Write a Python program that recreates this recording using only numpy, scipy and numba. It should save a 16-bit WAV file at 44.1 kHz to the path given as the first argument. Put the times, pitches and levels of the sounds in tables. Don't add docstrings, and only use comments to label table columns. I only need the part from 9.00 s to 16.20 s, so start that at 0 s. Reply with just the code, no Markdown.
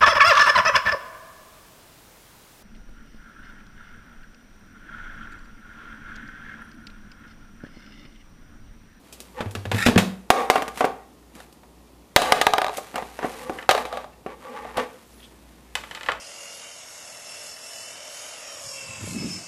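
import sys
import numpy as np
from scipy import signal
from scipy.fft import rfft, irfft
from scipy.io import wavfile
from scipy.ndimage import uniform_filter1d
from numba import njit

SR = 44100
rng = np.random.default_rng(int(sys.argv[2]) if len(sys.argv) > 2 else 0)


def master_out(mix):
    frames = np.transpose(np.atleast_2d(mix))
    ceiling = np.clip(frames, -1, 1)
    pcm = np.round(ceiling * 32767).astype(np.int16)
    wavfile.write(sys.argv[1], SR, pcm)


N = 317520

# (frequency [Hz], density [dB per Hz, relative])
AIR_SPECTRUM = [(47, -27.5), (80, -14), (145, -6.5), (257, -4), (294, -5), (544, -12), (791, -15),
                (1030, -15), (1640, -26), (1910, -25.5), (3170, -26), (7660, -29.5), (15500, -30)]
# (time of full swell [s], hold [s], level before the hiss trim [dB])
RUB_STROKES = [(.05, 0.85, -53.5), (.77, 0.065, -31), (1.375, 0.022, -42), (1.78, 0.019, -33.5),
               (2.36, 0.08, -49), (3.21, 0.11, -38), (3.74, 0.026, -37.5), (3.82, 0.47, -46),
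               (4.25, 0.19, -39.5), (4.42, 0.21, -46), (4.73, 0.08, -37.5), (4.82, 0.21, -52),
               (5.4, 0.63, -53), (6.1, 0.74, -57), (6.8, 0.31, -48)]
# (frequency [Hz], gain [dB])
RUB_TONE = [(200, -11), (900, 7), (2000, 5), (3500, 0.5), (5500, -4), (9000, -4), (13000, -5), (16000, -26)]

BAND_EDGES_HZ = [75, 140, 350, 1000, 2500, 6000, 15000]
# one (level [dB]) per band, low to high
TICK_BANDS_DB = [-26.5, -8, -7, -10, -1, 1]
THUMP_BANDS_DB = [-11.5, -1.5, -2.5, -4, -6, -14.5]
KNOCK_BANDS_DB = [-39, -15, -2, -6, -15, -21.5]
LANDING_BANDS_DB = [-32, -19.5, -0.5, -4.5, -10, -18]
CLICK_BANDS_DB = [-36.5, -29, -7.5, -1.5, -4, -16.5]

# (time [s], rattle t60 [s], level [dB])
RIM_TICK_TIMES = [(.1256, 0.15, -45.5), (.2037, 0.0051, -43), (.5101, .03, -48.5), (2.5262, .016, -57.5),
                  (3.771, .024, -36)]
# (time of full swell [s], hold [s], level before the slide trim [dB])
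SLIDE_STROKES = [(.39, 0.021, -28.5), (.965, 0.0074, -27), (1.34, .03, -29), (1.38, 0.023, -18.5),
                 (1.83, 0.044, -24), (2.38, 0.013, -44.5), (3.23, 0.17, -25.5), (3.96, 0.037, -29.5),
                 (4.23, 0.034, -26), (4.35, 0.23, -38), (4.73, 0.077, -26.5), (4.92, 0.088, -35),
                 (5.3, 0.01, -31), (5.43, 0.35, -34), (5.54, 0.042, -30), (5.786, 0.016, -18.5),
                 (6.95, 0.31, -62)]
# (time [s], rattle t60 [s], level [dB], hardness [dB per octave], weight [dB])
PULL_THUMPS = [(.4062, 0.074, -25, -2.3, -5), (.4589, .05, -36, -3.5, -1), (.5512, 0.043, -32, 1, -1.5),
               (.654, 0.048, -31, -1.5, -5.5), (.7154, .06, -22.5, -0.5, -9), (.7456, 0.073, -32, 1, 6),
               (.8633, 0.1, -15.5, .5, -0.5), (.8859, 0.022, -17, -3.5, 1), (.9593, 0.034, -17, -4, 7),
               (.9778, 0.11, -16.5, 1.23, -7)]
# (time [s], frequency [Hz], level [dB], decay t60 [s])
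SOFT_PUSHES = [(0.453, 101, -19.5, 0.2), (0.561, 99, -25.5, 0.35), (0.657, 102, -21, 0.29),
               (0.727, 106.7, -12.5, 0.19), (0.865, 235, -2.5, 0.1), (0.956, 171.4, -1, 0.11),
               (0.975, 188.2, -28.5, 0.6)]
# (time [s], level before the rim trim [dB])
RIM_SCRAPE = [(.71, -83.5), (.735, -48.5), (.78, -37), (.81, -34.5), (.855, -23), (.9, -33), (.94, -42.5),
              (.97, -72)]
# (time [s], rattle t60 [s], level [dB], hardness [dB per octave], weight [dB])
BASIN_HITS = [(1.3032, 0.052, -1, 1.14, -2.5), (1.5004, 0.019, -6.5, 1.43, -3),
              (1.5568, 0.0071, -13.5, -1, -5.5), (1.5796, 0.016, -24.5, -0.5, 2),
              (1.6215, 0.019, -26, 1.7, 3.5), (1.6802, 0.025, -34.5, 3.5, 8),
              (1.774, 0.13, -36.5, 3.5, 6.5), (1.8072, 0.03, -14.5, -1.26, -2),
              (1.8435, 0.028, -15, -2.5, 2), (1.8516, 0.03, -37.5, 4.5, 9), (2.3517, 0.078, -60, 7, 29.5),
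              (2.4023, .035, -45.5, 3, -25), (2.6327, .02, -50.5, 0, -17), (3.7815, 0.11, -26, -2.5, -7),
              (3.9425, .043, -34, -1, 9), (3.9573, 0.011, -28, 2.5, 0.5), (3.9804, 0.041, -27, 0, -13),
              (4.0238, 0.036, -30, -2, 4.5), (4.1904, 0.19, -29.5, -0.5, -2), (4.2292, 0.14, -28, -2.5, 3),
              (4.2451, 0.12, -22, -3.5, 8), (4.4959, 0.012, -25, -2, 10), (5.2629, 0.12, -28.5, -2.5, 6)]
# (time [s], rattle t60 [s], level [dB], hardness [dB per octave], weight [dB])
FITTING_LANDINGS = [(3.1622, 0.048, -4, 2.3, 2.5), (3.219, 0.067, -22.5, 3, 6),
                    (3.322, 0.026, -8.5, 1.2, 1.5), (3.4141, 0.044, -17.5, 2, -2),
                    (3.4676, 0.013, -13, 0.5, 0), (4.6916, 0.099, -10.5, -0.2, -5.5),
                    (4.7105, 0.062, -18.5, 2.05, -6), (4.7496, 0.029, -19, -1.5, -15),
                    (4.7777, .058, -24, -0.3, -11), (4.8529, 0.18, -31, 0.2, 2),
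                    (4.927, 0.36, -29, -1.1, -13), (4.9721, 0.055, -29, -1, -11),
                    (5.0433, .028, -36, -3, -15), (5.651, .04, -34, -4, -4),
                    (5.7713, 0.062, -31.5, 2.6, 10.5), (5.7802, 0.12, -23.5, -4, -1)]
# (time [s], rattle t60 [s], level [dB], hardness [dB per octave])
FITTING_CLICKS = [(4.587, 0.043, -32, -5.5), (4.6261, .032, -39.5, -2), (6.7534, 0.034, -26.5, 3.5),
                  (6.8365, 0.037, -38.5, -2.5), (6.9111, 0.067, -36, 0.2), (6.9493, 0.069, -38, 3),
                  (6.9609, .04, -50, 0), (6.9734, .049, -38.5, -2.5), (7.0097, 0.03, -38, -0.5),
                  (7.0322, .029, -38.5, 2), (7.062, 0.13, -36, 0), (7.0866, 0.076, -18, -6.5),
                  (7.119, .016, -30.5, 0.3)]
# (start [s], length [s], time of the top [s], top frequency [Hz],
# sag [Hz per s squared], peak level [dB])
HIGH_SQUEAKS = [(5.99, 0.33, 3.8, 12700, 140500, -55), (6.096, 0.2, 6.11, 11000, 125000, -61)]
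# (time [s], length scale [s], frequency [Hz], level [dB])
PICKUP_SCUFFS = [(6.205, 0.0039, 3250, -48.5), (6.243, 0.019, 3220, -48)]

# (frequency [Hz], level before chance scatter [dB], decay t60 [s])
HELD_MODES = [(99.1, 3.5, 0.17), (190.4, -1, 0.54), (227.2, 5.5, 0.072), (308, -24, 0.17), (366, -2, 0.094),
              (480, 1.5, 0.064), (588, -19, 0.033), (684, -0.5, 0.013), (1131, -5.5, 0.1), (1720, 1, 0.055),
              (2562, 0.5, 0.051)]
EMPTY_MODES = [(253, -9.5, 0.096), (348, -9.5, 0.23), (402, -4, 0.13), (482, -14.5, 0.092),
               (462.4, -3, 0.13), (600, -11, 0.043), (737.5, 8, 0.059), (785, 0, 0.31), (946, -16, 0.46),
               (1093, -2.5, 0.29), (1190, -5.5, 0.3), (1450, -15.5, .06), (1898, -3.5, 0.043),
               (2447, -6, 0.025), (2790, -2, 0.033)]
LOADED_BASIN_MODES = [(423.5, -1, 0.071), (479, -9, 0.11), (603, -32, 0.23), (702, -1.5, 0.19),
                      (742.5, 3.5, 0.12), (765, 4.5, 0.06), (842, -7, 0.57), (1147, 0, 0.068),
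                      (1222, 3.5, 0.08), (1650, -2.5, 0.15), (2064, -2, 0.07), (3270, -18, 0.04),
                      (3830, 7, 0.02)]
BOTTOM_PANEL_MODES = [(246, -2, 0.13), (448, -1, 0.074), (505, 5.5, 0.11), (604, -3.5, 0.055),
                      (810, 5, 0.075), (866, -3, 0.16), (1076, -14, .12), (1166, 3, 0.07),
                      (1458, -13, 0.026), (1773, -1, 0.05)]
RIM_MODES = [(1417, -1, 0.033), (1798, 5, 0.042), (2204, -7, 0.022), (2580, 1.5, 0.03), (3650, -4.5, .008),
             (4900, -4.5, 0.006), (7150, -11, .01)]
METAL_FREE_FITTING_MODES = [(509, 3, 0.086), (530, -30, 0.11), (881, 3, 0.061), (1120, -2, 0.28),
                            (1750, 10.5, 0.034), (1994, 10, 0.032), (2535, 5, .05), (2870, -4, 0.04),
                            (3020, 10.5, 0.028), (7560, 6, 0.0051)]
# (frequency [Hz], decay t60 [s], level [dB])
ROOM_BANDS = [(100, 0.37, -11), (300, 0.39, -9.5), (685, 0.42, -9.5), (1800, 0.48, -14),
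              (4500, 0.34, -10.5), (11400, 0.45, -13)]

BASIN_PIVOT_HZ, FITTING_PIVOT_HZ = 590, 1580


def undb(db):
    return 10 ** (np.asarray(db) / 20)


def unit(x):
    return x / np.sqrt(np.sum(x ** 2))


def level(x, db):
    return x * undb(db) / np.sqrt(np.mean(x ** 2))


def fade(t, t60):
    return np.exp(-np.log(1000) * t / max(t60, .002))


def curve(rows):
    return np.interp(np.arange(N) / SR, *np.transpose(rows))


def strokes(rows, attack_s, release_s):
    t = np.arange(N) / SR
    gains = []
    for full_s, hold_s, db in rows:
        swell = fade(np.clip(full_s - t, 0, 1), attack_s)
        release = fade(np.clip(t - full_s - hold_s, 0, 1), release_s)
        gains.append(undb(db) * swell * release)
    return np.max(gains, axis=0)


def walk(rate):
    k = int(SR / rate)
    steps = np.repeat(rng.standard_normal(N // k + 1), k)
    smooth = uniform_filter1d(uniform_filter1d(steps, k), k)
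    return level(smooth[:N], 0)


def colour(x, points):
    size = len(x)
    hz, db = np.transpose(points)
    f = np.maximum(np.arange(size // 2 + 1) * SR / size, 1)
    cepstrum = irfft(np.log(undb(np.interp(np.log(f), np.log(hz), db))), size)
    cepstrum[1:size // 2] *= 2
    cepstrum[size // 2 + 1:] = 0
    return irfft(rfft(x) * np.exp(rfft(cepstrum)), size)


def attack_db(x):
    spectrum, f = rfft(x), np.arange(len(x) // 2 + 1) * SR / len(x)
    levels = []
    for lo, hi in zip(BAND_EDGES_HZ, BAND_EDGES_HZ[1:]):
        band = irfft(spectrum * ((f >= lo) & (f < hi)))
        band = np.roll(band, 44)
        window = int(max(.013, 2.5 / lo) * SR)
        levels.append(10 * np.log10(np.mean(band[:window] ** 2)))
    return np.array(levels)


@njit
def follow(x, attack, release):
    out, e = np.empty(len(x)), 0.
    for i in range(len(x)):
        e += (abs(x[i]) - e) * (attack if abs(x[i]) > e else release)
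        out[i] = e
    return out


def ring(modes, scatter_db, detune, size=16384):
    t = np.arange(size) / SR
    chance = rng.standard_normal((len(modes), 3))
    tone = np.zeros(size)
    for (hz, db, t60), (weighting, sign, loading) in zip(modes, chance):
        mode = unit(np.sin(2 * np.pi * hz * (1 + detune * loading) * t) * fade(t, t60))
        tone += undb(db + scatter_db * weighting) * np.sign(sign) * mode
    return unit(tone)


def force_db(octaves, db, hardness=0, weight_db=0):
    return db + hardness * np.maximum(octaves, 0) + weight_db * np.clip(-octaves, 0, 1)


def blows(table, colour_db, modes, ring_db, flex_db, flex_hz, flex_t60, snap, pivot_hz=BASIN_PIVOT_HZ):
    out = np.zeros(2 * N)
    centres = np.sqrt(np.multiply(BAND_EDGES_HZ[:-1], BAND_EDGES_HZ[1:]))
    contact_colour = [(30, -8.5), (100, -3.5), (700, -0.5), (3500, 2.0), (5500, -8.5), (14000, -18.5)]
    flex_colour = [(40, -30), (flex_hz / 3, -7), (flex_hz, 0), (3500, -12), (12000, -24)]
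    for s, rattle_t60, *force in table:
        tone = ring(modes, scatter_db=2, detune=0.0052)
        t = np.arange(len(tone)) / SR
        contact = unit(rng.standard_normal(len(t)) * fade(t, rattle_t60))
        contact[0] += snap
        contact = unit(colour(contact, contact_colour))
        flex = unit(colour(rng.standard_normal(len(t)), flex_colour) * fade(t, flex_t60))
        hit = contact + undb(flex_db) * flex + undb(ring_db) * tone
        band_db = force_db(np.log2(centres / pivot_hz), *force) + colour_db
        for _ in range(2):
            hit = colour(hit, np.column_stack([centres, band_db - attack_db(hit)]))
        start = int(s * SR)
        out[start:start + len(hit)] += hit
    return out[:N]


def slips(per_s, spread_db):
    struck = rng.random(N) < per_s / SR
    size = rng.standard_normal(N) * undb(spread_db * rng.exponential(size=N).clip(0, 4))
    return struck * size


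def wandering(grains, modes, wander_db, detune, count=5):
    total = np.zeros(N)
    for _ in range(count):
        weighted = grains * undb(wander_db * walk(28))
        total += signal.fftconvolve(weighted, ring(modes, scatter_db=0.5, detune=detune))[:N]
    return level(total, 0)


def background():
    air = level(colour(rng.standard_normal(N), AIR_SPECTRUM), -53)
    waver = uniform_filter1d(uniform_filter1d(rng.standard_normal(N), size=6000), size=6000)
    hum = (1 + level(waver, -9)) * np.sin(2 * np.pi * 58.8 * np.arange(N) / SR)
    rumble_colour = [(20, -24), (40, -16), (58, -4), (85, -10.0), (300, -48.5)]
    rumble = level(colour(rng.standard_normal(N), rumble_colour), -66.5)
    return air + level(hum, -56) + rumble


def rubbing():
    hiss = level(colour(slips(per_s=4000, spread_db=2.5), RUB_TONE), -3.6)
    return hiss * strokes(RUB_STROKES, attack_s=0.17, release_s=0.15)


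def rim_ticks():
    return blows(RIM_TICK_TIMES, TICK_BANDS_DB, HELD_MODES, ring_db=3.5, flex_db=2.5,
                 flex_hz=450, flex_t60=0.12, snap=0.1)


def sliding(uneven_db=1.0):
    grain_colour = [(30, -50), (80, -29.0), (300, 3.5), (800, 2.5), (2000, -2.0), (5000, -21.0),
                    (14000, -32.5)]
    grains = colour(slips(per_s=1600, spread_db=0.5), grain_colour)
    body = wandering(grains, BOTTOM_PANEL_MODES, wander_db=3, detune=0.018) + level(grains, -4)
    body = body * undb(uneven_db * walk(35))
    return level(body, -4.1) * strokes(SLIDE_STROKES, attack_s=0.12, release_s=.17)


def pull_thumps():
    return blows(PULL_THUMPS, THUMP_BANDS_DB, HELD_MODES, ring_db=0.3, flex_db=-7.5,
                 flex_hz=450, flex_t60=0.28, snap=0.22)


def booms(push_s=0.014):
    out = np.zeros(N)
    for s, hz, db, t60 in SOFT_PUSHES:
        t = np.maximum(np.arange(N) / SR - s, 0)
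        push = 1 - np.exp(-(t / push_s) ** 2)
        out += undb(db) * np.sin(2 * np.pi * hz * t) * push * fade(t, t60)
    return out


def rim_scraping():
    rasp = slips(per_s=900, spread_db=1.0)
    ringing = wandering(rasp, RIM_MODES, wander_db=4.5, detune=0.044)
    rim = ringing + level(colour(rasp, RUB_TONE), -9)
    return level(rim, 2) * undb(curve(RIM_SCRAPE))


def basin_knocks():
    return blows(BASIN_HITS, KNOCK_BANDS_DB, EMPTY_MODES, ring_db=4.0, flex_db=5.5,
                 flex_hz=586, flex_t60=0.045, snap=0.67)


def settling(count=7):
    first_s, flight_s, restitution = 3.536, .046, .77
    rows = []
    for k in range(count):
        s = first_s + flight_s * (1 - restitution ** k) / (1 - restitution)
        rows.append((s, .01, -15 - 2.5 * k, -0.2 * k, -4.5))
    return rows


def landings():
    return blows(FITTING_LANDINGS + settling(), LANDING_BANDS_DB, LOADED_BASIN_MODES, ring_db=-2.5,
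                 flex_db=0.5, flex_hz=755, flex_t60=0.023, snap=0.3)


def fitting_clicks():
    return blows(FITTING_CLICKS, CLICK_BANDS_DB, METAL_FREE_FITTING_MODES, ring_db=2.5, flex_db=0.5,
                 flex_hz=1410, flex_t60=0.19, snap=0.38, pivot_hz=FITTING_PIVOT_HZ)


def squeaks(unsteady=.02):
    out, t = np.zeros(N), np.arange(N) / SR
    for s, length, top_s, top_hz, sag, db in HIGH_SQUEAKS:
        arch = top_hz - sag * (np.clip(t, s, s + length) - top_s) ** 2
        pitch = arch * (1 + unsteady * walk(900))
        along = np.clip((t - s) / length, 0, 1)
        swell = 2 * np.sqrt(along * (1 - along))
        out += np.sin(2 * np.pi * np.cumsum(pitch) / SR) * undb(db) * swell
    return out


def scuffs():
    out, t = np.zeros(N), np.arange(N) / SR
    for s, length, hz, db in PICKUP_SCUFFS:
        squeak = signal.lfilter(*signal.iirpeak(hz, 8, fs=SR), rng.standard_normal(N))
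        out += level(squeak, db) * np.exp(-((t - s) / length) ** 2)
    return out


def contacts():
    return rim_ticks() + pull_thumps() + basin_knocks() + landings() + fitting_clicks()


def room(x, build_s, size=32768):
    t = np.arange(size) / SR
    noise = rfft(rng.standard_normal(size))
    log_f = np.log(np.maximum(np.arange(len(noise)) * SR / size, 1))
    log_centres = np.log(np.array(ROOM_BANDS)[:, 0])
    build = 1 - np.exp(-(t / build_s) ** 2)
    tail = np.zeros(size)
    for share, (hz, t60, db) in zip(np.eye(len(ROOM_BANDS)), ROOM_BANDS):
        band = irfft(noise * np.interp(log_f, log_centres, share))
        tail += undb(db) * band * unit(fade(t, t60) * build)
    return signal.fftconvolve(x, tail)[:N]


def scene():
    towards, away = contacts(), contacts()
    handling = rubbing() + sliding() + booms() + rim_scraping() + squeaks() + scuffs()
    near = undb(-3.5) * room(towards + handling, build_s=0.0022)
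    far = undb(-1.5) * room(away + handling, build_s=0.014)
    return (background() + towards + handling + near + far)[None]


def record(dry, knee_db=-5, attack_s=0.0011, release_s=0.091):
    sound = signal.sosfilt(signal.butter(3, 13500, fs=SR, output="sos"), dry)
    envelope = follow(sound[0], 1 / (attack_s * SR), 1 / (release_s * SR))
    gain = np.minimum(1, undb(knee_db) / (envelope + 1e-9))
    clipped = np.clip(sound * gain, -1, 1)
    return signal.sosfilt(signal.ellip(12, .2, 85, 15400, fs=SR, output="sos"), clipped)


dry = scene()
out = record(dry)
master_out(out)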